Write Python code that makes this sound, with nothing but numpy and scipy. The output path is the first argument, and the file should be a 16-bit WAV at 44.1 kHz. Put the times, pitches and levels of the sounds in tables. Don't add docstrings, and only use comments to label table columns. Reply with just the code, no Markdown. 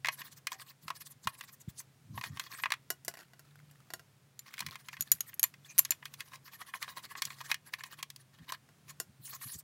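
import sys
import numpy as np
from scipy import signal
from scipy.fft import rfft, irfft, next_fast_len
from scipy.io import wavfile
from scipy.ndimage import uniform_filter1d

SR = 44100
rng = np.random.default_rng(int(sys.argv[2]) if len(sys.argv) > 2 else 0)


def dump(signal):
    limited = np.clip(np.atleast_2d(signal).T, -1, 1)
    pcm = np.round(limited * 32767).astype(np.int16)
    wavfile.write(sys.argv[1], SR, pcm)


N = 424683

# frequency in Hz, relative spectral level in dB.
AIR_SPECTRUM = [(25, -48), (45, -40), (75, -17.5), (130, -6), (200, -14), (330, -21.5), (700, -25.5),
                (1800, -27.5), (4000, -31.5), (9000, -34.5), (15500, -39)]
AIR_DB = -67
# mean frequency in Hz, mean level in dB.
DRONE = [(113, -82), (140, -70.5)]
# start in seconds, level in dB, hollow bass and sharp tick in dB
KNOCKS = [(0.046, -31, -12, -20), (0.0566, -34.5, -24, -12), (0.0693, -36, -32, -8), (0.0846, -28, -7, -12),
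          (0.2156, -44, -13, -12), (0.4693, -34, -11, -3), (0.5181, -43, 1, -3), (0.8802, -42, -1, -7.5),
          (0.9028, -39.5, 5, -9.5), (1.2715, -31.5, 1.5, -9), (1.409, -43.5, -12.5, -6),
          (2.1763, -42.5, 3, -21), (2.2115, -42, -5.5, -10), (2.3958, -36.5, -16, -2.5),
          (2.6357, -30, -11, -17.5), (2.6565, -32.5, -2, -24), (2.7036, -38.5, -5, -10.5),
          (2.7197, -27.5, -11, -9), (2.7372, -38.5, -11, -11), (4.5385, -47, -27, -4),
          (4.5794, -44, -19, -10), (4.591, -43.5, -21, -0.5), (4.6042, -40, -5.5, 3),
          (4.621, -47.5, -5, -28), (4.6638, -41.5, -35, -1), (4.755, -45, -6.5, -8),
          (4.885, -43.5, -17, -6.5), (4.9673, -48.5, -27, -14), (5.331, -54, -22, -18),
          (5.4385, -36, -6, -7), (5.539, -54, -24, -8), (5.7914, -49.5, 7, -2), (5.8512, -43, -37, 1.5),
          (5.9182, -38, -14, -0.5), (6.0258, -50.5, -6, -30), (6.0543, -42.5, -44, -3),
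          (6.1384, -52.5, -17, 5.5), (6.2046, -40, -45, -3.5), (6.7372, -40, -7.5, -34),
          (6.8259, -38, -26, -3), (6.8782, -48.5, 1, -23), (7.1518, -44.5, -2.5, -27),
          (7.22, -34, -12, 1.5), (7.2519, -51.5, -32, 16), (7.4113, -53, 9, 3),
          (7.5146, -26.5, -16.5, -7.5), (7.5426, -38, -24, -3), (7.7365, -34.5, -35, -10),
          (7.806, -47.5, -27, -27), (7.836, -43, -8.5, -4), (8.0271, -40, -8.5, 1),
          (8.1012, -54, -28.5, 7.5), (8.1608, -62, -8, 12.5), (8.521, -45.5, 8.5, 4.5)]
# frequency in Hz, mean strength in dB, time to fall 60 dB in seconds.
COVER_MODES = [(667, -16, 0.067), (1012, -5, 0.028), (1052, 5, 0.039), (1150, -11.5, 0.02215),
               (1648, 2, 0.04), (1800, 7, 0.026), (1916, -2, 0.043), (2064, 4.5, 0.033), (2180, -5.5, .025),
               (2472, 0, 0.05), (2947, -3.5, 0.036), (3314, -2.5, 0.039), (3756, -0.5, 0.017),
               (4240, -7.5, 0.036), (4960, -11, 0.024), (5890, -20.5, 0.065), (6950, -21, 0.016)]
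# frequency in Hz, relative spectral level in dB.
COVER_CRACK = [(100, -36), (400, -24), (750, -17), (1050, 11), (1400, -1.5), (1900, 6), (3200, -2.5),
               (5500, -10.5), (8000, -17), (12000, -19.5), (16000, -21.5)]
# start in seconds, end in seconds, number of sweeps, share of each sweep
# in contact, pressure on the cover at the start in dB, the same at the end in dB, bristle hiss in dB.
SCRUBS = [(0.102, 0.298, 3, 0.57, -49, -52, -48.5), (0.301, 0.402, 2, 0.51, -59.5, -64, -54.5),
          (0.489, 0.732, 3, 0.49, -45, -58.5, -51.5), (0.81, 0.914, 2, 0.62, -65.5, -57.5, -57.5),
          (0.94, 1.143, 4, 0.45, -48.5, -65, -48), (1.222, 1.562, 7, 0.58, -61, -60.5, -54.5),
          (1.569, 1.74, 2, 0.26, -76, -60, -53.5), (1.754, 1.838, 1, .38, -56.5, -56.5, -41.5),
          (2.13, 2.303, 2, 0.62, -66.5, -38, -54), (2.339, 2.48, 3, 0.93, -47.5, -57, -60),
          (2.507, 2.66, 3, 1, -42, -68, -55.5), (4.447, 4.764, 5, 0.58, -56, -54, -63.5),
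          (4.77, 4.89, 2, .7, -62, -66, -63), (4.904, 5.111, 3, 0.55, -52.5, -69.5, -62),
          (5.255, 5.315, 1, .55, -57, -57, -53), (5.637, 5.791, 3, .8, -66, -62.5, -61.5),
          (6.032, 6.377, 5, 0.72, -68.5, -53, -62), (6.434, 6.937, 7, 0.52, -55, -44, -53),
          (6.947, 7.215, 4, .5, -44, -49.5, -54), (7.215, 7.43, 3, .85, -53, -52, -56.5),
          (7.435, 7.53, 2, .7, -44, -44, -51), (7.644, 8.025, 6, 0.53, -55.5, -47.5, -59),
          (8.169, 8.253, 1, 0.36, -63, -66, -61.5), (8.323, 8.457, 3, 0.58, -60, -62, -78),
          (8.476, 8.56, 2, 0.57, -45.5, -44, -57), (8.866, 8.936, 1, 0.43, -50.5, -47, -50.5),
          (9.239, 9.369, 3, 0.98, -69.5, -46, -45), (9.412, 9.563, 3, 1, -53, -60, -43.5),
          (9.569, 9.62, 1, 0.49, -67, -67, -46.5)]
# frequency in Hz, relative spectral level in dB.
RASP_SPECTRUM = [(200, -32.5), (500, -20), (800, -13), (1050, 8), (1420, -11), (1900, -2.5), (2700, -17),
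                 (3500, -10), (5000, -12), (8000, -26.5)]
# frequency in Hz, relative spectral level in dB.
HISS_SPECTRUM = [(1500, -38), (3000, -3.5), (4200, 2), (5600, 0.5), (7000, 3.5), (9000, 2), (11000, 4.5),
                 (12800, 3.5), (14200, 2), (15600, 2.5), (16200, -28.5)]
# start in seconds, end in seconds, mean pitch in Hz, level in dB.
SQUEAKS = [(5.675, 5.735, 6250, -54), (5.678, 5.74, 2450, -55), (5.644, 5.658, 3500, -52.5),
           (.485, 0.613, 770, -63)]
# middle in seconds, length in seconds, level in dB.
BUMPS = [(0.854, 0.043, -56.5), (1.269, 0.022, -44.5), (1.681, 0.013, -36), (2.145, 0.12, -46.5),
         (2.325, 0.092, -47), (3.084, 0.039, -60), (4.658, 0.078, -51), (5.008, 0.031, -53.5),
         (5.141, 0.033, -54.5), (7.266, 0.029, -57), (8.417, 0.031, -51.5), (9.1, 0.025, -57),
         (9.205, 0.021, -52), (9.463, 0.026, -49), (9.557, 0.02, -49)]
# frequency in Hz, relative spectral level in dB.
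THUD_SPECTRUM = [(30, -36), (60, -14), (110, 6.5), (180, -1), (320, -16), (500, -41), (1500, -62.5)]
# start in seconds, level in dB, treble in dB relative to it,
# number of bounces (rounded in use).
CLACKS = [(2.9031, -36, 4, 0), (3.0485, -61, 14, 0), (3.081, -37.5, 2, 5.5), (3.334, -58, -9, 0),
          (3.3937, -59, 2, 1), (3.7114, -67.5, 5, 0), (3.9034, -49, -8, 0.5), (3.9364, -41, -0.5, 1),
          (8.689, -62.5, -12, 0), (9.0003, -41.5, 7, 0)]
# frequency in Hz, mean strength in dB,
# time to fall 60 dB in seconds.
TOOL_MODES = [(362, -12, 0.14), (457, -21.5, 0.049), (669, -2, 0.075), (735, -10.5, 0.098),
              (1050, -5.5, 0.075), (1424, -0.5, 0.079), (1620, 4, 0.035), (1940, 7, 0.031),
              (2810, -3, 0.067), (4550, 2.5, 0.039), (5460, -3.5, 0.075), (6980, 2.5, 0.052),
              (8500, -14, .05), (11800, -1, 0.037), (14100, -13, 0.037)]
# frequency in Hz, relative spectral level in dB.
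TOOL_CRACK = [(120, -37), (350, 4.5), (800, 3.5), (1700, -4), (2400, -3.5), (5000, 2), (9000, 0),
              (13000, 4.5), (16500, -11)]
# middle in seconds, length in seconds, level in dB before the common gain in fumbling().
FUMBLES = [(3.16, 0.23, -63.5), (3.65, .45, -69.5), (4.653, 0.38, -56.5), (5.15, 0.42, -59),
           (5.972, 0.4, -60), (8.68, 0.24, -87.5)]
# start in seconds, level in dB, treble in dB relative to it,
# pitch as a factor (below 1 while the brush stays pressed on).
CLINKS = [(4.3919, -46, -5, 0.99), (5.0079, -35, 3.5, 0.96), (5.0225, -41.5, -1, 0.94),
          (5.1168, -26, 7.5, .96), (5.1197, -33, 6, 0.97), (5.2062, -33.5, -2, .92),
          (5.3411, -62, 15.5, .92), (5.3948, -37.5, 5.5, .9), (5.4299, -30, 5, 0.88),
          (5.4385, -29, 5, 0.99), (5.780, -35, 3.5, 0.79), (5.786, -28, 3.5, 0.87), (5.7913, -28, 11.5, 1),
          (5.8496, -39, -6, .89), (5.9067, -28, 0.5, 0.99)]
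# frequency in Hz, mean strength in dB,
# time to fall 60 dB in seconds.
STEEL_MODES = [(4320, -19, 0.036), (6000, -16, .04), (6560, -13.5, 0.03), (7250, -2.5, 0.048),
               (10100, -16, 0.043), (11100, -16, .04), (12200, -14.5, 0.059), (12330, -9.5, .035),
               (12190, -11.5, 0.037), (12800, -10, .035), (12830, 7.5, 0.02), (12500, -10.5, .04),
               (14420, -22, .05)]
# frequency in Hz, relative spectral level in dB.
STEEL_CRACK = [(200, -36), (900, -22.5), (1800, -11), (4000, -10.5), (6500, -10), (8200, -9), (12500, 3),
               (14500, -10.5), (16500, -11)]
# frequency in Hz, relative spectral level in dB.
SCATTER_SPECTRUM = [(200, 4.5), (2500, 4.5), (8000, -6), (16000, -8.5)]

CATCH_SHARE = 0.37
CATCH_DB, CATCH_SPREAD_DB = 2, 7
CATCH_BASS_DB, CATCH_TICK_DB = -7.5, -11
STUTTER_DB, STUTTER_PER_S = 4, 100
DRAG_DB = -17
BOUNCE_S, BOUNCE_SHRINK = .058, .56
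LANDING_DB, BOUNCE_DB, BOUNCE_TREBLE_DB = -11.5, -2, -7.5
EDGE_HZ = 16300


def amp(db):
    return 10 ** (np.asarray(db) / 20)


def unit(x):
    return x / np.sqrt(np.mean(x ** 2) + 1e-20)


def struck(x):
    return x / np.sqrt(np.mean(x[:round(.008 * SR)] ** 2) + 1e-20)


def add(mix, s, sound):
    part = mix[max(round(s * SR), 0):][:len(sound)]
    part += sound[:len(part)]


def colour(x, spectrum):
    hz, db = np.transpose(spectrum)
    size = next_fast_len(len(x))
    f = np.fft.rfftfreq(size, 1 / SR)
    gain = amp(np.interp(np.log(f + 1), np.log(hz), db))
    return unit(irfft(rfft(x, size) * gain, size)[:len(x)])


def drift(rate):
    steps = rng.standard_normal(20000)
    return unit(np.interp(np.arange(N) * rate / SR, np.arange(len(steps)), steps))


def ring(modes, t, scatter_db, detune):
    hz, db, t60 = np.transpose(modes)[:, :, None]
    strength, shift, phase = rng.standard_normal((3, len(modes), 1))
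    waves = np.sin(2 * np.pi * (hz * (1 + detune * shift) * t + phase))
    decay = amp(db + scatter_db * strength - 60 * t / t60)
    return (decay * waves).sum(0)


def blow(modes, crack, splits_hz, levels_db, crack_db, crack_t60, tail_db, tail_t60, detune, rise):
    t = np.arange(SR // 6) / SR
    dying = amp(-60 * t / crack_t60) + amp(tail_db - 60 * t / tail_t60)
    burst = struck(colour(rng.standard_normal(len(t)), crack) * dying)
    modal = struck(ring(modes, t, scatter_db=1.5, detune=detune))
    rest = (modal + amp(crack_db) * burst) * (1 - np.exp(-t / rise))
    out = 0
    for hz, db in zip(splits_hz, levels_db):
        low_pass, high_pass = (np.tile(signal.butter(2, hz, kind, fs=SR, output="sos"), (2, 1))
                               for kind in ("low", "high"))
        out = out + amp(db) * struck(signal.sosfilt(low_pass, rest))
        rest = signal.sosfilt(high_pass, rest)
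    return out + amp(levels_db[-1]) * struck(rest)


def flicks(per_s, spread_db):
    size = amp(spread_db * np.minimum(rng.exponential(1, N), 4))
    sign = rng.choice([-1, 1], N)
    return unit(size * sign * (rng.random(N) < per_s / SR))


def grit(per_s, spread_db, low_hz, high_hz, cycles):
    t = np.arange(SR // 40) / SR
    count = 24
    kind = rng.integers(0, count, N)
    snaps = flicks(per_s, spread_db)
    out = np.zeros(N)
    for k, hz in enumerate(np.geomspace(low_hz, high_hz, count)):
        rough_tone = np.sin(2 * np.pi * hz * t) + .5 * rng.standard_normal(len(t))
        speck = np.exp(-hz * t / cycles) * rough_tone
        out += signal.oaconvolve(snaps * (kind == k), speck)[:N]
    return unit(out)


def patchy(x, depth_db, frames, bins):
    z = signal.stft(x, nperseg=256)[2]
    patches = uniform_filter1d(rng.standard_normal(z.shape), bins, axis=0)
    patches = unit(uniform_filter1d(patches, frames, axis=1))
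    return signal.istft(z * unit(amp(depth_db * patches)), nperseg=256)[1][:N]


def outdoors(waver_hz=5, waver_db=3.5):
    air = amp(AIR_DB + .8 * drift(rate=3)) * colour(rng.standard_normal(N), AIR_SPECTRUM)
    for hz, db in DRONE:
        turns = np.cumsum(hz + waver_hz * drift(rate=10)) / SR
        level = amp(db + waver_db * drift(rate=5.5))
        air += level * np.sqrt(2) * np.sin(2 * np.pi * turns)
    return air


def sweeps():
    for start, end, count, contact, first_db, last_db, hiss_db in SCRUBS:
        period = (end - start) / count
        for along in (np.arange(count) + .5) / count:
            middle = start + along * (end - start)
            yield middle, contact * period, first_db + along * (last_db - first_db), hiss_db


def catches():
    strokes = list(sweeps())
    chance = rng.uniform(0, 1, (len(strokes), 3))
    taps = []
    for (s, length, db, _), (luck, when, force) in zip(strokes, chance):
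        if luck < CATCH_SHARE:
            tap_db = db + CATCH_DB + CATCH_SPREAD_DB * (2 * force - 1)
            taps.append((s + (when - .5) * length, tap_db, CATCH_BASS_DB, CATCH_TICK_DB))
    return taps


def knocks(hardness=.4, low_mid_db=-4, high_mid_db=-3):
    out = np.zeros(N)
    for s, db, bass_db, tick_db in list(KNOCKS) + catches():
        tilt_db = hardness * tick_db / 2
        levels_db = db + np.array([bass_db, low_mid_db - tilt_db, high_mid_db + tilt_db, tick_db])
        add(out, s, blow(COVER_MODES, COVER_CRACK, [1400, 2700, 5000], levels_db, crack_db=8, crack_t60=.012,
                         tail_db=-25, tail_t60=.058, detune=.024, rise=.0021))
    return out


def bristles(rasp_db=-6, ring_db=-2, grit_db=-9, crackle_db=-4, bluntness=1.93):
    t = np.arange(N) / SR
    pressure, speed = np.zeros((2, N))
    for s, length, db, swish_db in sweeps():
        near = slice(*np.searchsorted(t, [s - 2 * length, s + 2 * length]))
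        away = abs(t[near] - s) / length
        contact = np.exp(-(2 * away) ** bluntness)
        drag = amp(DRAG_DB) * np.exp(-(away / 2) ** 2) * np.hanning(len(away))
        sweep = np.maximum(contact, drag)
        pressure[near] += (sweep * amp(db)) ** 2
        speed[near] += (sweep * amp(swish_db)) ** 2
    pressure = pressure * unit(amp(STUTTER_DB * drift(rate=STUTTER_PER_S))) ** 2
    tips = flicks(per_s=22000, spread_db=2)
    drive = (tips + amp(grit_db) * flicks(per_s=96, spread_db=7)) * np.sqrt(pressure)
    cover = np.zeros(N)
    place = drift(rate=8)
    for k in range(4):
        answer = ring(COVER_MODES, t[:SR // 10], scatter_db=2, detune=.013)
        share = np.cos(place + k * np.pi / 4) / np.sqrt(2)
        cover += signal.oaconvolve(drive * share, answer / np.linalg.norm(answer))[:N]
    rasp = colour(drive, RASP_SPECTRUM) * np.std(drive)
    body = patchy(amp(ring_db) * cover + amp(rasp_db) * rasp, depth_db=3.5, frames=6, bins=4)
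    hiss = patchy(colour(tips, HISS_SPECTRUM), depth_db=6, frames=10, bins=12)
    crackle = amp(crackle_db) * grit(per_s=480, spread_db=4, low_hz=1500, high_hz=7000, cycles=3)
    return body + crackle * np.sqrt(pressure) + hiss * np.sqrt(speed)


def squeaks():
    out = np.zeros(N)
    for start, end, hz, db in SQUEAKS:
        count = max(round((end - start) * SR), 8)
        turns = np.cumsum(hz * (1 + .035 * drift(rate=1800)[:count])) / SR
        grip = unit(amp(5 * drift(rate=700)[:count]))
        tone = np.sqrt(2) * np.sin(2 * np.pi * turns)
        add(out, start, amp(db) * np.hanning(count) * grip * tone)
    return out


def bumps():
    out = np.zeros(N)
    t = np.arange(SR // 4) / SR
    for s, length, db in BUMPS:
        swell = np.exp(-(2 * (t - t.mean()) / length) ** 2)
        thud = colour(rng.standard_normal(len(t)), THUD_SPECTRUM) * swell
        thud *= np.linalg.norm(swell) / np.linalg.norm(thud)
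        add(out, s - t.mean(), amp(db) * thud)
    return out


def landings():
    for s, db, treble_db, bounces in CLACKS:
        yield s, db, treble_db
        for hop in range(round(bounces)):
            s = s + BOUNCE_S * BOUNCE_SHRINK ** hop
            yield s, db + LANDING_DB + BOUNCE_DB * (hop + 1), treble_db + BOUNCE_TREBLE_DB


def clacks():
    out = np.zeros(N)
    contacts = list(landings())
    poses = rng.uniform(.94, 1.06, len(contacts))
    for (s, db, treble_db), pose in zip(contacts, poses):
        modes = np.array(TOOL_MODES) * [pose, 1, 1]
        add(out, s, blow(modes, TOOL_CRACK, [5000], [db, db + treble_db], crack_db=2, crack_t60=.014,
                         tail_db=-12, tail_t60=.086, detune=.01, rise=.00024))
    return out


def fumbling(level_db=-2):
    t = np.arange(N) / SR
    spells = sum(amp(db) * np.exp(-(2 * (t - s) / length) ** 2) for s, length, db in FUMBLES)
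    ticks = grit(per_s=200, spread_db=3.5, low_hz=1200, high_hz=5000, cycles=4)
    bunches = unit(amp(5 * drift(rate=45)))
    return amp(level_db) * ticks * bunches * spells


def clinks(damping=6):
    out = np.zeros(N)
    for s, db, treble_db, pitch in CLINKS:
        modes = np.array(STEEL_MODES) * [pitch, 1, pitch ** damping]
        add(out, s, blow(modes, STEEL_CRACK, [8300], [db, db + treble_db], crack_db=-3, crack_t60=.018,
                         tail_db=-26, tail_t60=.14, detune=.0018, rise=.00023))
    return out


def yard(x, echo_db=-26, t60=.14):
    t = np.arange(SR // 3) / SR
    tail = rng.standard_normal(len(t)) * amp(-60 * t / t60) * (t > .005)
    tail = colour(tail, SCATTER_SPECTRUM)
    return x + amp(echo_db) * signal.oaconvolve(x, tail / np.linalg.norm(tail))[:N]


def scene():
    work = bristles() + knocks() + clinks() + squeaks() + clacks() + fumbling()
    return (yard(work) + bumps() + outdoors())[None]


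def record(dry):
    thin = signal.sosfilt(signal.butter(4, 52, "high", fs=SR, output="sos"), dry)
    low_pass = signal.firwin(255, EDGE_HZ, window=("kaiser", 9), fs=SR)
    return signal.oaconvolve(thin, low_pass[None], "same")


dry = scene()
out = record(dry)
dump(out)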